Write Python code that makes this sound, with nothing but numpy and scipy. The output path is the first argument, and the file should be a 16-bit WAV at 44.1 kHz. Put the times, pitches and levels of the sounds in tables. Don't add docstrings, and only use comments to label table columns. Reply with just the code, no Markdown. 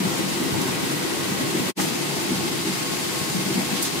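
import sys
import numpy as np
from scipy import signal
from scipy.fft import rfft, irfft
from scipy.io import wavfile

SR = 44100
rng = np.random.default_rng(int(sys.argv[2]) if len(sys.argv) > 2 else 0)


def dump_mix(stems):
    frames = np.atleast_2d(stems).T
    limited = np.clip(frames, -1, 1)
    pcm = np.round(limited * 32767).astype(np.int16)
    wavfile.write(sys.argv[1], SR, pcm)


N = 176400
T = np.arange(N) / SR
MOVE_S = 1.7435


def from_db(db):
    return np.exp(np.asarray(db) * np.log(10) / 20)


def rms_one(x):
    return x / np.sqrt(np.mean(x ** 2) + 1e-20)


def in_time(rows):
    return np.interp(T, *np.transpose(rows))


def at_hz(points, hz):
    freqs, values = np.transpose(points)
    return np.interp(np.log(hz), np.log(freqs), values)


def pan(db):
    return rms_one(from_db([[db / 2], [-db / 2]]))


def drift(rate_hz):
    step, settle = 40, 2000
    r = np.exp(-2 * np.pi * step * rate_hz / SR)
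    slow = signal.lfilter([1], [1, -2 * r, r * r], rng.standard_normal(N // step + settle + 2))[settle:]
    return np.interp(np.arange(N) / step, np.arange(len(slow)), rms_one(slow))


def ring(clicks, hz, t60):
    r, w = np.exp(-np.log(1000) / (t60 * SR)), 2 * np.pi * hz / SR
    return signal.lfilter([0, np.sin(w)], [1, -2 * r * np.cos(w), r * r], clicks + 1e-18)


def resonance(x, hz, width_hz):
    r, w = np.exp(-np.pi * width_hz / SR), 2 * np.pi * hz / SR
    return signal.lfilter(np.array([1, 0, -1]) * (1 - r * r) / 2, [1, -2 * r * np.cos(w), r * r], x)


def banded_noise(spectrum, balance, low_hz, high_hz, flicker_db, flicker_hz, bands):
    # frequency in Hz, correlation.
    likeness = [(60, 0.53), (130, 0.2), (290, 0.18), (640, 0.053), (1400, 0)]
    out, edges = 0, np.geomspace(low_hz, high_hz, bands + 1)
    white = rng.standard_normal((2, 2, N))
    for k, (low, high) in enumerate(zip(edges, edges[1:])):
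        bandpass = signal.butter(3, [low, high], "band", fs=SR, output="sos")
        mid, side = signal.sosfilt(bandpass, white[k % 2])
        hz = np.sqrt(low * high)
        alike = at_hz(likeness, hz)
        gain = from_db(at_hz(spectrum, hz) + flicker_db * drift(flicker_hz)) * pan(at_hz(balance, hz))
        out += gain * (np.sqrt(1 + alike) * mid + np.sqrt(1 - alike) * side * [[1], [-1]])
    return rms_one(out)


def outfeed_share():
    return np.clip((T - MOVE_S) / 0.01 + .5, 0, 1)


def motors():
    # pitch in Hz, width in Hz, level at
    # the infeed in dB, level at the outfeed in dB, left over right in dB.
    tones = [(146.3, 5.6, -44.5, -43, 2), (191, 3.8, -41, -43.5, -6), (345, 3.4, -42.5, -38.5, 0),
             (492.7, 7.2, -46, -44, 5.5), (958, 10, -46.5, -61, 3), (1240, 11, -49.5, -52, 9),
             (1928, 26, -44.5, -51, 5), (12000, 7, -65, -62, 9)]
    steady_below_hz, alike_below_hz = 402, 340
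    out = 0
    for hz, width, in_db, out_db, side_db in tones:
        core = steady_below_hz / hz
        paths = np.array([rms_one(core * np.exp(1j * path) + 0.81 * (drift(width) + 1j * drift(width)))
                          for path in range(3)])
        waver = paths[:2] + paths[2] * alike_below_hz / hz
        tone = rms_one(np.real(waver * np.exp(2j * np.pi * hz * T)))
        out += tone * pan(side_db) * from_db(in_db + (out_db - in_db) * outfeed_share())
    return out


def pump_whine():
    # time in seconds, level in dB.
    level = [(0, -47), (.2, -42), (.5, -50), (.65, -42), (.76, -48), (1.0, -45.5), (1.35, -41), (1.48, -43),
             (1.58, -43), (2.0, -48), (2.4, -43), (2.66, -47), (2.77, -41), (2.93, -39), (2.98, -47),
             (3.2, -42), (3.5, -47), (4, -43)]
    pitch_hz, wander_hz, flutter_db, apart_radians = 1087, 4.5, 2.6, 0.54
    phase = 2 * np.pi * np.cumsum(pitch_hz + wander_hz * drift(13.5)) / SR
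    pair = np.zeros((2, N))
    for channel in range(2):
        tone = np.sin(phase + channel * apart_radians + 0.77 * drift(7.9))
        pair[channel] = tone * from_db(flutter_db * drift(14))
    return rms_one(pair) * pan(2.5) * from_db(in_time(level))


def drops():
    drops_per_s, level_db, spread_db, cycles = 990, -43, 3, 2
    sizes = from_db(spread_db * np.minimum(rng.exponential(1, (2, N)), 4))
    clicks = sizes * rng.choice([-1, 1], (2, N)) * (rng.random((2, N)) < drops_per_s / SR)
    pitches = np.geomspace(1800, 13000, 12)
    pitch_index = rng.integers(0, len(pitches), (2, N))
    patter = sum(ring(clicks * (pitch_index == k), hz, cycles / hz) for k, hz in enumerate(pitches))
    return from_db(level_db) * rms_one(patter)


def glugs():
    # start in seconds, peak level in dB, starting pitch in Hz.
    pockets = [(.535, -30, 890), (.675, -30, 910), (1.785, -29, 850), (2.31, -37, 870), (2.655, -36, 888),
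               (3.595, -34, 854), (3.685, -37, 836)]
    peak_s, sag_octaves_per_s, roughness_hz = 0.012, 2.83, 53
    out = np.zeros((2, N))
    for start_s, db, hz in pockets:
        age = np.maximum(T - start_s, 0)
        phase = 2 * np.pi * np.cumsum(hz * 2 ** (-sag_octaves_per_s * age)) / SR
        pair = np.array([np.sin(phase + 1.1 * drift(roughness_hz)) for channel in range(2)])
        out += pair * from_db(db) * age / peak_s * np.exp(1 - age / peak_s)
    return out


def splashes():
    # start in seconds, level in dB, attack and decay in seconds,
    # centre in Hz, width in octaves.
    bursts = [(.61, -29, 0.0046, 0.018, 6000, 1.0), (1.785, -26.5, 0.028, 0.041, 5000, 1.2),
              (1.785, -24.5, 0.017, 0.014, 710, 1.2), (3.735, -28.5, 0.032, 0.063, 3200, 1.0),
              (3.818, -21.5, 0.01, 0.017, 8200, .65), (3.832, -26, 0.025, 0.033, 5460, .85)]
    out, hz = 0, np.maximum(np.fft.rfftfreq(N, 1 / SR), 1)
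    for start_s, db, attack, decay, centre_hz, octaves in bursts:
        band = np.exp(-.5 * (np.log2(hz / centre_hz) / octaves) ** 2)
        noise = rms_one(irfft(rfft(rng.standard_normal((2, N))) * band, N))
        age = T - start_s
        envelope = np.clip(age / attack, 0, 1) * np.exp(-np.maximum(age - attack, 0) / decay)
        out += noise * from_db(db) * envelope
    return out


def tank_water():
    # frequency in Hz, relative density in dB.
    rumble_spectrum = [(25, -50), (40, -48), (60, -23.5), (80, -13.5), (110, -11), (140, -1.5), (200, -2),
                       (260, -1.5), (350, 3), (410, -5.5), (460, -11.5), (560, -20), (900, -16)]
    slosh_spectrum = [(350, -32), (580, 2), (800, 13), (1100, 0), (2500, 3)]
    # time in seconds, dB added to the rumble.
    churn = [(0, 2), (.35, -1.5), (.62, 2.5), (1.0, -2), (1.5, 1), (1.8, 0), (2.05, -2), (2.4, 0),
             (2.6, -2), (2.85, -3.5), (3.1, -3), (3.55, -1.5), (3.88, -3.5), (4, -2)]
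    # time in seconds, level in dB.
    slosh_level = [(0, -47), (.45, -41), (.6, -37.5), (.7, -37.5), (.8, -42), (1.15, -46), (1.45, -51),
                   (1.7, -50), (2.2, -37), (2.65, -48.5), (3.52, -43.5), (3.61, -34), (3.7, -47), (4, -51)]
    rumble_db = -28
    rumble = banded_noise(rumble_spectrum, [(60, .8), (150, 1.8), (350, 2.5)], 22.66, 969,
                          flicker_db=1.0, flicker_hz=29, bands=18)
    slosh = banded_noise(slosh_spectrum, [(600, 1.2), (1200, 0.89)], 433, 2404,
                         flicker_db=4.5, flicker_hz=11, bands=9)
    return from_db(rumble_db + in_time(churn)) * rumble + from_db(in_time(slosh_level)) * slosh


def cob_thuds():
    # start in seconds, relative level in dB, pitch excited most in Hz,
    # attack in seconds.
    strikes = [(.002, 2.5, 240, 0.0019), (.045, 4.5, 199, 0.0075), (.189, -1, 337, 0.0055),
               (.235, -3, 175, .004), (.4, -1.5, 283, 0.0027), (.44, -2, 350, .01), (.52, 8.5, 108, 0.0069),
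               (.605, -4, 160, .003), (.675, -0.5, 210, .005), (0.829, 0, 215, .005),
               (.89, -2, 288, 0.0034), (1.04, -4, 350, 0.0071), (1.311, .5, 186, .007),
               (1.408, 5, 285, .005), (1.425, -2.5, 130, 0.0057), (1.475, -1.5, 350, .008),
               (1.54, 6, 344, .007), (1.59, 3, 245, .005), (1.795, -3, 197, .003), (1.91, -7, 300, .003),
               (2.305, 4.5, 283, .003), (2.309, -1.5, 155, .004), (2.35, -1, 150, .005),
               (2.663, 1.5, 320, .003), (2.684, 0.5, 180, 0.015), (3.209, -2.5, 140, .003),
               (3.345, 2, 187, 0.0069), (3.375, -2.5, 187, .005), (3.455, 0, 200, 0.0073),
               (3.489, -0.5, 325, 0.0033), (3.506, -0.5, 150, .003), (3.551, 0.5, 215, 0.0025),
               (3.575, 4.5, 215, 0.0035), (3.723, -1, 200, 0.0027)]
    # pitch in Hz, relative level in dB, seconds to fall by 60 dB.
    modes = [(104, -4, 0.14), (129.2, -3.5, 0.22), (147, -2.5, 0.27), (189.2, 5, 0.14),
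             (228.2, -10.5, 0.44), (254, 1.5, 0.11), (298, -14.5, 0.047), (328.3, 1, 0.15), (383, -1, 0.19)]
    base_db, scatter_db, reach_octaves, low_cut_hz = -22, 1.5, 0.33, 71.5
    out = np.zeros((2, N))
    for start_s, db, centre_hz, attack in strikes:
        start = int(start_s * SR)
        age = T[:min(N - start, SR // 3)]
        for hz, mode_db, t60 in modes:
            strength, turn, apart = rng.standard_normal(3)
            reach = 1 / (1 + (np.log2(hz / centre_hz) / reach_octaves) ** 2)
            level_db = base_db + db + mode_db + scatter_db * strength - 60 * age / t60
            envelope = reach * from_db(level_db) * (1 - np.exp(-age / attack))
            phase = 2 * np.pi * (hz * age + turn) + apart * np.array([[.5], [-.5]])
            out[:, start:start + len(age)] += envelope * np.sin(phase)
    low_cut = signal.butter(3, low_cut_hz, "high", fs=SR, output="sos")
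    return signal.sosfilt(low_cut, out) * pan(1.2)


def jets():
    # frequency in Hz, relative density in dB.
    in_spectrum = [(500, -2.5), (600, -6.5), (900, -7), (1040, -7), (1700, -9.5), (2200, -7), (4000, -8.5),
                   (6000, -12), (8700, -12), (10000, -16.5), (11500, -14.5), (12700, -19), (15500, -21.5)]
    out_spectrum = [(500, -14.5), (600, -5.5), (880, -5), (1020, -8.5), (1700, -8.5), (2200, -7.5),
                    (4700, -7), (5700, -10), (7000, -9), (9000, -11), (10000, -13), (11600, -14.5),
                    (12700, -16), (15500, -20.5)]
    # frequency in Hz, left over right in dB.
    in_pan = [(600, 4.5), (1100, -2.5), (2400, 1), (4400, 2), (8100, 3.5), (10000, 0.5), (14000, -0.5)]
    out_pan = [(600, 3.5), (1500, 0), (2200, .5), (3500, 2.5), (5000, 2.2), (8200, 3.5), (10000, 1.5),
               (11500, -6), (13000, 1.5)]
    # pitch in Hz, width in Hz, gain at infeed, at outfeed.
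    chutes = [(890, 42, 0.18, 0.28), (1510, 100, 0.4, 0.21), (2104, 84, 0.44, 0.83),
              (2600, 170, 0.045, 0.32), (3140, 140, 0.044, 0.16), (4820, 150, 0.11, 0.29)]
    # time in seconds, treble gain in dB.
    spray = [(0, 0.2), (.45, 0.8), (.62, 0.5), (1.0, 0.2), (1.6, 0.7), (2.1, -1.1), (2.6, -1), (3.15, -0.5),
             (3.3, 0.9), (3.45, -1.1), (3.75, -0.5), (4, -2.5)]
    infeed_db, outfeed_db, spray_hz = -28.5, -28.13, 5000
    infeed = banded_noise(in_spectrum, in_pan, 447.3, 15900, flicker_db=0.5, flicker_hz=20, bands=22)
    outfeed = banded_noise(out_spectrum, out_pan, 465, 15930, flicker_db=0.6, flicker_hz=15, bands=22)
    share = outfeed_share()
    hiss = from_db(infeed_db) * infeed * (1 - share) + from_db(outfeed_db) * outfeed * share
    hiss += sum(resonance(hiss, hz, width) * (in_gain + (out_gain - in_gain) * share)
                for hz, width, in_gain, out_gain in chutes)
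    treble = signal.sosfilt(signal.butter(1, spray_hz, "high", fs=SR, output="sos"), hiss)
    hiss += treble * (from_db(in_time(spray)) - 1)
    return hiss * from_db(0.55 * drift(23))


def scene():
    return jets() + drops() + tank_water() + glugs() + cob_thuds() + motors() + pump_whine() + splashes()


def record(dry):
    fade_out_s, fade_in_s, half_gap_s, gap_db, cutoff_hz = 0.039, 0.034, 0.005, -62, 15600
    fade_s = np.where(T < MOVE_S, fade_out_s, fade_in_s)
    closed = np.clip(1 - (np.abs(T - MOVE_S) - half_gap_s) / fade_s, 0, 1)
    faded = dry * from_db(gap_db * closed ** 1.6)
    return signal.sosfilt(signal.ellip(12, .1, 90, cutoff_hz, fs=SR, output="sos"), faded)


dry = scene()
out = record(dry)
dump_mix(out)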